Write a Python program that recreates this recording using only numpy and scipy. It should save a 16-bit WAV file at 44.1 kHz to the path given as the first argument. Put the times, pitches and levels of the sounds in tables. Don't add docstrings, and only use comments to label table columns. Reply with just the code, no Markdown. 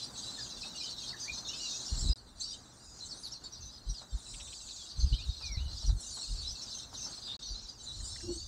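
import sys
import numpy as np
from scipy import signal
from scipy.fft import rfft, irfft
from scipy.io import wavfile
from scipy.ndimage import uniform_filter1d

SR = 44100
rng = np.random.default_rng(int(sys.argv[2]) if len(sys.argv) > 2 else 0)


def bounce(signal):
    frames = np.transpose(np.atleast_2d(signal))
    limited = np.clip(frames, -1, 1)
    pcm = np.round(limited * 32767).astype(np.int16)
    wavfile.write(sys.argv[1], SR, pcm)


N = 373527


def from_db(db):
    return 10 ** (np.asarray(db) / 20)


def rms_one(x):
    return x / np.sqrt(np.mean(x ** 2) + 1e-20)


def in_time(rows):
    seconds, *columns = np.transpose(rows)
    return [np.interp(np.arange(N) / SR, seconds, column) for column in columns]


def coloured(x, points):
    hz = np.maximum(np.fft.rfftfreq(N, 1 / SR), 1)
    point_hz, point_db = np.transpose(points)
    shape_db = np.interp(np.log(hz), np.log(point_hz), point_db, -90, -90)
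    return irfft(rfft(x) * from_db(shape_db), N)


def drift(rate):
    knots = rng.standard_normal(1000)
    return np.interp(np.arange(N) / SR * rate, np.arange(len(knots)), knots)


def swells(rows, rise, fall, rest_db):
    t = np.arange(N) / SR
    power = from_db(rest_db) ** 2
    for start, length, level_db in rows:
        outside = np.maximum((start - t) / rise, (t - start - length) / fall)
        power = power + from_db(level_db - 20 * np.maximum(outside, 0)) ** 2
    return 10 * np.log10(power)


NOTE_RISE_S, NOTE_FALL_S = 0.0053, 0.013


def whistle(notes, waver, overtone_db, flutter_hz, rise=NOTE_RISE_S):
    one_pole = [1, -np.exp(-2 * np.pi * flutter_hz / SR)]
    shake = rms_one(signal.lfilter([1], one_pole, rng.standard_normal(N + SR)))
    out = np.zeros(N + SR)
    for start_s, length, start, middle, end, level_db in notes:
        at = max(round(start_s * SR), 0)
        u = np.linspace(-1, 1, round(length * SR))
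        hz = middle + (end - start) / 2 * u + ((start + end) / 2 - middle) * u * u
        rough = waver * min(middle / 4000, 1)
        phase = 2 * np.pi * np.cumsum(hz * (1 + rough * shake[at:at + len(u)])) / SR
        swell = np.clip(length / 2 * np.minimum((1 + u) / rise, (1 - u) / NOTE_FALL_S), 0, 1)
        tone = np.sin(phase) + from_db(overtone_db) * np.sin(2 * phase)
        out[at:at + len(u)] += from_db(level_db) * swell * tone
    return out[:N]


def yard(x, scatter_db, t60):
    t = np.arange(SR // 2) / SR
    cloud = rng.standard_normal(len(t)) * from_db(-60 * t / t60)
    cloud = from_db(scatter_db) * cloud / np.sqrt(np.sum(cloud ** 2))
    return x + signal.fftconvolve(x, cloud)[:N]


# start in seconds, length in seconds, start, middle and end pitch in Hz,
# level of the direct sine in dB.
NEAR_NOTES = [(0.001, 0.045, 4290, 4040, 4100, -44), (0.154, 0.053, 3920, 3890, 4100, -46.5),
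              (0.174, 0.025, 6430, 6420, 6500, -43), (0.22, 0.029, 4780, 4700, 4640, -41.5),
              (0.244, 0.076, 4000, 3945, 4210, -44), (0.376, 0.045, 1840, 1710, 1600, -51.5),
              (0.382, 0.04, 4500, 4470, 4500, -44.5), (0.398, 0.042, 5260, 4860, 4760, -43),
              (0.455, 0.037, 3160, 3240, 3250, -56), (0.49, 0.068, 3870, 4010, 3760, -47.5),
              (0.745, 0.034, 2870, 2840, 2800, -53), (0.631, 0.019, 2550, 2587, 2650, -41),
              (0.789, 0.04, 4250, 4090, 3780, -42.5), (0.803, 0.031, 2500, 2450, 2470, -54),
              (0.805, 0.071, 5500, 5080, 4520, -47.5), (0.833, 0.047, 2940, 3134, 2910, -44),
              (0.899, 0.048, 4770, 4320, 3700, -42), (0.962, 0.046, 3770, 3740, 3750, -44.5),
              (1.03, 0.029, 3300, 3200, 3180, -45.5), (1.036, 0.1, 4070, 3696, 4070, -47.5),
              (1.076, 0.051, 4530, 4420, 4390, -43), (1.126, 0.033, 2160, 1750, 1620, -47),
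              (1.197, 0.061, 6390, 6100, 5460, -44), (1.2, 0.052, 5200, 4960, 4950, -46),
              (1.235, 0.055, 1630, 1920, 2240, -58), (1.278, 0.032, 2240, 2414, 2500, -37.5),
              (1.325, 0.074, 6770, 6250, 6040, -48), (1.33, 0.08, 5350, 5100, 5000, -49),
              (1.335, 0.056, 3850, 4090, 4470, -46.5), (1.447, 0.073, 3550, 3890, 3870, -45),
              (1.468, 0.055, 6800, 6350, 6050, -47), (1.483, 0.022, 5400, 5510, 5640, -39),
              (1.485, 0.093, 2700, 3060, 3260, -50.5), (1.531, 0.034, 2570, 2620, 2620, -48.5),
              (1.597, 0.085, 2900, 2860, 2660, -49.5), (1.603, 0.068, 4430, 4560, 4550, -42.5),
              (1.611, 0.099, 5790, 5740, 6020, -48), (1.643, 0.11, 4170, 3800, 3780, -42.5),
              (1.681, 0.065, 4390, 4220, 4350, -44.5), (1.693, 0.079, 6770, 5900, 5530, -45),
              (1.745, 0.055, 6310, 6600, 6540, -47), (1.86, 0.049, 5470, 5580, 5700, -45.5),
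              (1.73, 0.046, 2530, 2610, 2770, -56), (1.962, 0.065, 7600, 7370, 7470, -42),
              (1.984, 0.072, 7860, 7930, 7900, -47.5), (1.986, 0.052, 4550, 4450, 4600, -51),
              (2.002, 0.037, 5450, 5370, 5250, -44), (2.016, 0.028, 4080, 4190, 4140, -39),
              (2.064, 0.066, 4170, 3870, 4200, -41), (2.086, 0.057, 5140, 4960, 4940, -40),
              (2.175, 0.037, 4330, 4460, 4630, -54.5), (2.398, 0.028, 6600, 6220, 6300, -42),
              (2.397, 0.029, 7280, 7350, 7160, -44.5), (2.405, 0.026, 7230, 8040, 9500, -46),
              (2.405, 0.056, 3710, 4630, 4340, -37.5), (2.431, 0.1, 5080, 5600, 5510, -48.0),
              (2.475, 0.068, 4370, 4760, 4750, -43.5), (2.509, 0.061, 3590, 3800, 3930, -51),
              (2.527, 0.037, 3070, 3120, 3310, -53), (2.8, 0.21, 4830, 4910, 4820, -60.5),
              (3.004, 0.046, 4000, 4130, 3530, -42.5), (3.04, 0.039, 8200, 7500, 6960, -51),
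              (3.086, 0.035, 5310, 5340, 5180, -47.5), (3.106, 0.035, 5000, 4460, 4230, -41.5),
              (3.232, 0.052, 4950, 4240, 3530, -41.5), (3.315, 0.029, 5100, 5560, 5900, -43),
              (3.33, 0.051, 5000, 4390, 3860, -47), (3.435, 0.026, 7200, 7300, 7300, -51.5),
              (3.437, 0.043, 4610, 4440, 4340, -44.5), (3.521, 0.025, 6040, 5680, 5600, -43.5),
              (3.604, 0.063, 6440, 6000, 6150, -51), (3.542, 0.046, 4960, 4730, 4300, -52.5),
              (3.652, 0.047, 6260, 6100, 6060, -52), (3.72, 0.061, 5220, 5020, 5040, -54),
              (3.89, 0.035, 5770, 5740, 5600, -44), (3.94, 0.069, 5170, 4560, 3820, -47),
              (4.25, 0.069, 3970, 3970, 4170, -53.5), (4.53, 0.033, 4100, 4640, 5260, -48),
              (4.685, 0.044, 4810, 4080, 3450, -45.5), (4.724, 0.078, 7000, 6670, 6200, -54),
              (4.75, 0.095, 4390, 3540, 3340, -53.5), (4.888, 0.053, 3970, 4600, 4700, -47.5),
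              (4.985, 0.065, 6080, 6270, 6250, -48), (4.998, 0.034, 5000, 4420, 3880, -39.5),
              (5.115, 0.038, 4780, 3940, 3480, -42.5), (5.125, 0.04, 2850, 3140, 3270, -42.5),
              (5.18, 0.062, 2430, 2620, 3250, -56.5), (5.185, 0.033, 4080, 3660, 3600, -46),
              (5.287, 0.031, 4020, 4400, 4360, -49), (5.42, 0.055, 5020, 4290, 3960, -43.0),
              (5.426, 0.15, 2510, 2270, 1980, -53.5), (5.452, 0.037, 6500, 5370, 4760, -43.5),
              (5.514, 0.037, 5500, 5640, 5050, -43.5), (5.54, 0.074, 4770, 3970, 3780, -45),
              (5.565, 0.12, 2180, 2985, 2780, -58), (5.678, 0.02, 4140, 4110, 3960, -42),
              (5.779, 0.045, 6830, 5600, 5300, -50.5), (5.855, 0.03, 5900, 5820, 5830, -42.5),
              (5.87, 0.049, 5700, 4310, 3450, -46.5), (5.999, 0.035, 5660, 5540, 5650, -51),
              (6.003, 0.016, 11500, 9500, 7000, -51), (6.061, 0.046, 6150, 6280, 6260, -48),
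              (6.071, 0.047, 6730, 7270, 7200, -54), (6.107, 0.079, 4640, 4340, 3720, -45),
              (6.13, 0.037, 10600, 10570, 11100, -59), (6.163, 0.024, 8040, 7870, 7500, -49),
              (6.183, 0.099, 3730, 4340, 3920, -43.5), (6.191, 0.041, 5660, 5480, 5470, -50),
              (6.207, 0.028, 8000, 7960, 7700, -46), (6.207, 0.034, 7200, 7400, 7260, -49),
              (6.378, 0.068, 4400, 4430, 4560, -45), (6.426, 0.067, 3760, 3940, 4210, -40.5),
              (6.468, 0.048, 5120, 5240, 5000, -42.5), (6.504, 0.033, 5740, 5850, 6100, -43),
              (6.614, 0.024, 5770, 5950, 5830, -44), (6.616, 0.032, 5400, 5300, 5320, -45.5),
              (6.701, 0.035, 5300, 5280, 5330, -44.5), (6.707, 0.045, 4090, 4080, 3970, -47),
              (6.735, 0.065, 6100, 6240, 6450, -46.5), (6.771, 0.031, 3140, 3140, 3160, -50),
              (7.83, .03, 7200, 7150, 7100, -48.5), (6.93, 0.025, 10900, 10850, 10800, -61),
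              (6.969, 0.057, 6370, 6200, 6400, -47), (6.997, 0.085, 5720, 6170, 5940, -45.5),
              (7.039, 0.036, 5500, 5400, 5230, -43.5), (7.218, 0.068, 4770, 4780, 4840, -46.5),
              (7.416, 0.043, 3720, 3720, 3920, -46.5), (7.422, 0.087, 4260, 4320, 3580, -46),
              (7.426, 0.025, 6130, 6200, 6300, -48), (7.456, 0.051, 5940, 5800, 5820, -46),
              (7.486, 0.06, 4720, 4570, 4360, -44), (7.541, 0.062, 3840, 4150, 4220, -44.5),
              (7.683, 0.029, 4730, 4890, 4720, -43.5), (7.863, 0.074, 4130, 3896, 4130, -44.5),
              (7.937, 0.025, 4350, 3980, 3570, -44), (8.024, 0.089, 8330, 8500, 8900, -52.5),
              (8.03, 0.13, 4510, 5180, 5420, -49), (8.04, 0.055, 7120, 7140, 7430, -46.5),
              (8.08, 0.086, 3730, 4110, 4300, -49), (8.14, 0.16, 5320, 5450, 5670, -53),
              (8.28, 0.092, 4400, 4400, 4450, -48.5), (8.2, 0.16, 2760, 2810, 3080, -66.5),
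              (8.3, 0.12, 5730, 6200, 7570, -52), (8.308, 0.037, 7330, 7500, 7500, -49.5),
              (8.318, 0.06, 7930, 8200, 8340, -50.5), (8.372, 0.08, 4450, 4560, 4820, -44)]


def near_notes():
    return whistle(NEAR_NOTES, waver=.024, overtone_db=-32.0, flutter_hz=450.0)


# start in seconds, length in seconds, start, middle and end pitch in Hz,
# level in dB before the pulsing.
BUZZ_TRILLS = [(1.52, 0.59, 7300, 7000, 7700, -52), (2.78, 0.51, 7400, 7200, 11000, -61.5),
               (4.23, .65, 8000, 7600, 7400, -56), (7.23, 0.13, 5000, 3600, 4500, -42),
               (0.086, 0.47, 7800, 7500, 5400, -55.5)]
BUZZ_PER_S, BUZZ_RISE_S = 135, 0.066


def buzzes():
    pulse = np.cos(2 * np.pi * np.cumsum(BUZZ_PER_S * (1 + .1 * drift(30.0))) / SR)
    slow = whistle(BUZZ_TRILLS, waver=.07, overtone_db=-50.0, flutter_hz=900.0, rise=BUZZ_RISE_S)
    return slow * (1 + .6 * pulse)


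def flock(level_db, low_hz, high_hz, waver, blur_db, count):
    when, length, pitch, glide, loud = rng.random((count, 5)).T
    place = np.sqrt(pitch * rng.random(count) + .25 * pitch)
    middle = low_hz * (high_hz / low_hz) ** place
    half = .25 * middle * (.75 - glide)
    notes = zip(when * N / SR, .015 + .04 * length, middle + half, middle, middle - .6 * half, 8 * loud)
    calls = rms_one(yard(whistle(notes, waver, -38.0, 410.0), 2.1, 0.12))
    reach = [(0.73 * low_hz, -25), (low_hz, 0), (high_hz, 0), (1.28 * high_hz, -25)]
    voices = calls + from_db(blur_db) * rms_one(coloured(rng.standard_normal(N), reach))
    running_rms = np.sqrt(uniform_filter1d(voices ** 2, size=3000) + 1e-20)
    return from_db(level_db) * voices / running_rms


# start in seconds, length in seconds,
# level in dB before the trim of the main voices.
FLOCK_BOUTS = [(0, 0.046, -41), (.17, 0.34, -44.5), (.59, 0.085, -42), (.76, 0.15, -41),
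               (1.0, 0.093, -41.5), (1.2, 0.075, -43), (1.335, 0.059, -42), (1.475, 0.61, -42),
               (2.18, 0.015, -58), (2.28, 0.014, -58.5), (2.41, 0.14, -48), (2.62, 0.15, -58.5),
               (2.8, 0.25, -58.5), (3.0, 0.35, -50.5), (3.445, 0.03, -51), (3.545, 0.24, -52.5),
               (3.88, 0.14, -50.5), (4.12, 0.11, -52.5), (4.27, 0.65, -48), (4.98, 0.508, -46),
               (5.58, 0.071, -51), (5.72, 0.15, -44), (6.01, 0.82, -44.5), (6.95, 0.22, -44.5),
               (7.21, 0.11, -48.5), (7.39, 0.32, -49), (7.8, 0.13, -49.5), (7.97, 0.27, -46.5),
               (8.29, 0.2, -50.5)]
BOUT_RISE_S, BOUT_FALL_S, HUSH_DB = 0.072, 0.099, -67
# time in seconds, middle voices in dB, high voices in dB,
# both against the whole flock.
LEADING_VOICES = [(0, -7.5, -10.5), (1.3, -6, -14), (1.8, -3.5, -16.5), (2.1, -12, -8.5), (2.9, -3, -5),
                  (3.3, -4, -13.5), (3.7, -10.5, -14.5), (4.3, -6, -3), (4.8, -5, -12), (5.1, -12.5, -16.5),
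                  (5.8, -7, -14.5), (6.05, -6, -2.5), (6.5, -8, -12), (7.05, -3, -12), (7.3, -12, -9.5),
                  (7.55, -3, -18.5), (8.05, -7, -3.5), (8.47, -3, -11.5)]
DEEP_VOICES_DB, TRIM_DB = -21.5, -1.5


def far_flock():
    bouts_db = swells(FLOCK_BOUTS, BOUT_RISE_S, BOUT_FALL_S, HUSH_DB)
    middle_db, high_db = in_time(LEADING_VOICES)
    low_db = 10 * np.log10(np.maximum(1 - from_db(middle_db) ** 2 - from_db(high_db) ** 2, .1))
    main_db = bouts_db + TRIM_DB
    low = flock(main_db + low_db, 3500, 4900, waver=.015, blur_db=-10.0, count=720)
    middle = flock(main_db + middle_db, 5000, 6600, waver=.014, blur_db=-9.0, count=720)
    high = flock(main_db + high_db, 6500, 8700, waver=.014, blur_db=-7.5, count=950)
    deep = flock(bouts_db + DEEP_VOICES_DB, 2400, 3600, waver=.035, blur_db=-10.0, count=130)
    return low + middle + high + deep


def bursts(rows, low_hz, high_hz, rise, fall):
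    t = np.arange(N) / SR
    swell = np.zeros(N)
    for start, peak_db in rows:
        ramp = np.minimum((t - start) / rise, 1 + (start + rise - t) / fall)
        swell += from_db(peak_db) * np.clip(ramp, 0, 1)
    band = signal.butter(2, [low_hz, high_hz], "band", fs=SR, output="sos")
    return swell * rms_one(signal.sosfilt(band, rng.standard_normal(N)))


# start in seconds, peak of the swell in dB.
SCOLD_BURSTS = [(4.336, -48), (4.3974, -47.5), (4.4702, -57), (4.522, -50), (4.6, -66), (4.682, -58.5)]


def scolding():
    return bursts(SCOLD_BURSTS, 2400, 3700, rise=0.006, fall=0.02)


# start in seconds, peak of the swell in dB.
BEAK_TAPS = [(8.0027, -63), (8.159, -53), (8.2045, -54.5)]


def beak_taps():
    return bursts(BEAK_TAPS, 1600, 2100, rise=0.0014, fall=0.017)


# start in seconds, peak of the swell in dB.
DULL_KNOCKS = [(.647, -53), (1.375, -54), (4.015, -53), (5.41, -55.5), (5.823, -58), (5.89, -54.5),
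               (6.17, -53.5), (6.928, -55), (7.063, -54), (7.18, -59), (7.273, -57)]


def knocks():
    return bursts(DULL_KNOCKS, 565, 1270, rise=0.00063, fall=0.039)


def wavelets(rows, rough_db, rough_hz):
    t, out = np.arange(N) / SR, np.zeros(N)
    puff_shape = [(0.52 * rough_hz, -10), (rough_hz, 0), (4.38 * rough_hz, -35)]
    puff = from_db(rough_db) * rms_one(coloured(rng.standard_normal(N), puff_shape))
    for (centre, width, hz, peak_db), turn in zip(rows, rng.random(len(rows))):
        near = slice(round((centre - .2) * SR), round((centre + .2) * SR))
        since = t[near] - centre
        swell = from_db(peak_db) * np.exp(-(since / (1.08 * width)) ** 2)
        out[near] += swell * (np.cos(2 * np.pi * (hz * since + turn)) + puff[near])
    return out


# centre in seconds, nominal width in seconds,
# peak of the swell in dB.
WIND_BUMPS = [(1.928, 0.0087, -23), (1.975, 0.045, -31.5), (2.035, 0.034, -26), (2.068, 0.027, -24.5),
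              (2.106, 0.014, -20), (3.901, 0.026, -28), (4.149, 0.015, -26), (4.351, 0.036, -45.5),
              (4.996, 0.016, -27.5), (5.042, 0.012, -17.5), (5.071, 0.01, -23.5), (5.134, 0.016, -18),
              (5.295, 0.012, -26.5), (5.521, 0.017, -32), (5.579, 0.0068, -27.5), (5.855, 0.013, -29),
              (5.896, 0.016, -17), (5.93, 0.0062, -24.5), (5.959, 0.017, -27), (6.328, 0.031, -29),
              (7.522, 0.024, -36), (7.648, 0.022, -45), (8.009, 0.022, -39)]
BUMP_HZ, BUMP_CYCLES_PER_WIDTH = 33.4, 0.26


def bumps():
    rows = [(centre, width, BUMP_HZ + BUMP_CYCLES_PER_WIDTH / width, peak_db)
            for centre, width, peak_db in WIND_BUMPS]
    return wavelets(rows, rough_db=-15.5, rough_hz=95.0)


# centre in seconds, nominal width in seconds, pitch in Hz,
# peak of the swell in dB.
HOLLOW_HOOTS = [(2.05, .03, 237, -44), (8.25, .015, 345, -42), (8.305, .022, 348, -31),
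                (8.37, .015, 330, -46)]


def hoots():
    return wavelets(HOLLOW_HOOTS, rough_db=-10.0, rough_hz=277.0)


# start in seconds, length in seconds, rumble in dB before drift.
WIND_GUSTS = [(3.6, 0.072, -52), (4.95, 0.85, -46.5), (6.33, 0.2, -47.5), (7.9, 0.57, -48.5)]
GUST_RISE_S, GUST_FALL_S, CALM_DB = 0.029, 0.064, -61.5


def rumble():
    level_db = swells(WIND_GUSTS, GUST_RISE_S, GUST_FALL_S, CALM_DB)
    shape = [(15, -19.5), (40, -8), (65, -5.5), (110, -15.0), (200, -36.0)]
    noise = rms_one(coloured(rng.standard_normal(N), shape))
    return noise * from_db(level_db + 3.5 * drift(15.0))


# time in seconds, murmur in dB, hiss in dB,
# both before drift.
AIR_LEVELS = [
    [(0.0, -56.5, -73), (2.13, -54, -72)],
    [(2.16, -61, -82), (6.0, -60.5, -75), (7.36, -57, -75.5)],
    [(7.4, -61, -82), (8.294, -61.5, -76), (8.47, -62.5, -78)],
]
# frequency in Hz, density in dB per Hz.
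MURMUR_SPECTRUM = [(90, -29), (112, 6.5), (121, 12), (132, -0.5), (230, 3.5), (450, -5.5), (750, -4.5),
                   (1500, -8), (2100, -17.5), (4000, -38), (9000, -50)]


def air():
    murmur_db, hiss_db = in_time(sum(AIR_LEVELS, []))
    murmur = rms_one(coloured(rng.standard_normal(N), MURMUR_SPECTRUM))
    hiss = rms_one(coloured(rng.standard_normal(N), [(5000, 2.7), (10000, 15.0), (17000, 9.2)]))
    return murmur * from_db(murmur_db + 1.7 * drift(18.0)) + hiss * from_db(hiss_db + 0.53 * drift(28.0))


def scene():
    near = yard(near_notes() + buzzes(), scatter_db=-0.5, t60=.13)
    touches = scolding() + beak_taps() + knocks()
    wind = bumps() + hoots() + rumble()
    mono = near + far_flock() + touches + wind + air()
    return np.array([mono, mono])


# start in seconds, stop in seconds.
SILENT_GAPS = [(2.1355, 2.1575), (7.3685, 7.3915)]
CUTOFF_HZ = 15750


def record(dry):
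    t, gate = np.arange(N) / SR, np.ones(N)
    for start, stop in SILENT_GAPS:
        gate *= np.clip(np.maximum((start - t) / .003, (t - stop) / .0005), .002, 1)
    low_pass = signal.ellip(12, .5, 70, CUTOFF_HZ, fs=SR, output="sos")
    return signal.sosfilt(low_pass, dry * gate)


dry = scene()
out = record(dry)
bounce(out)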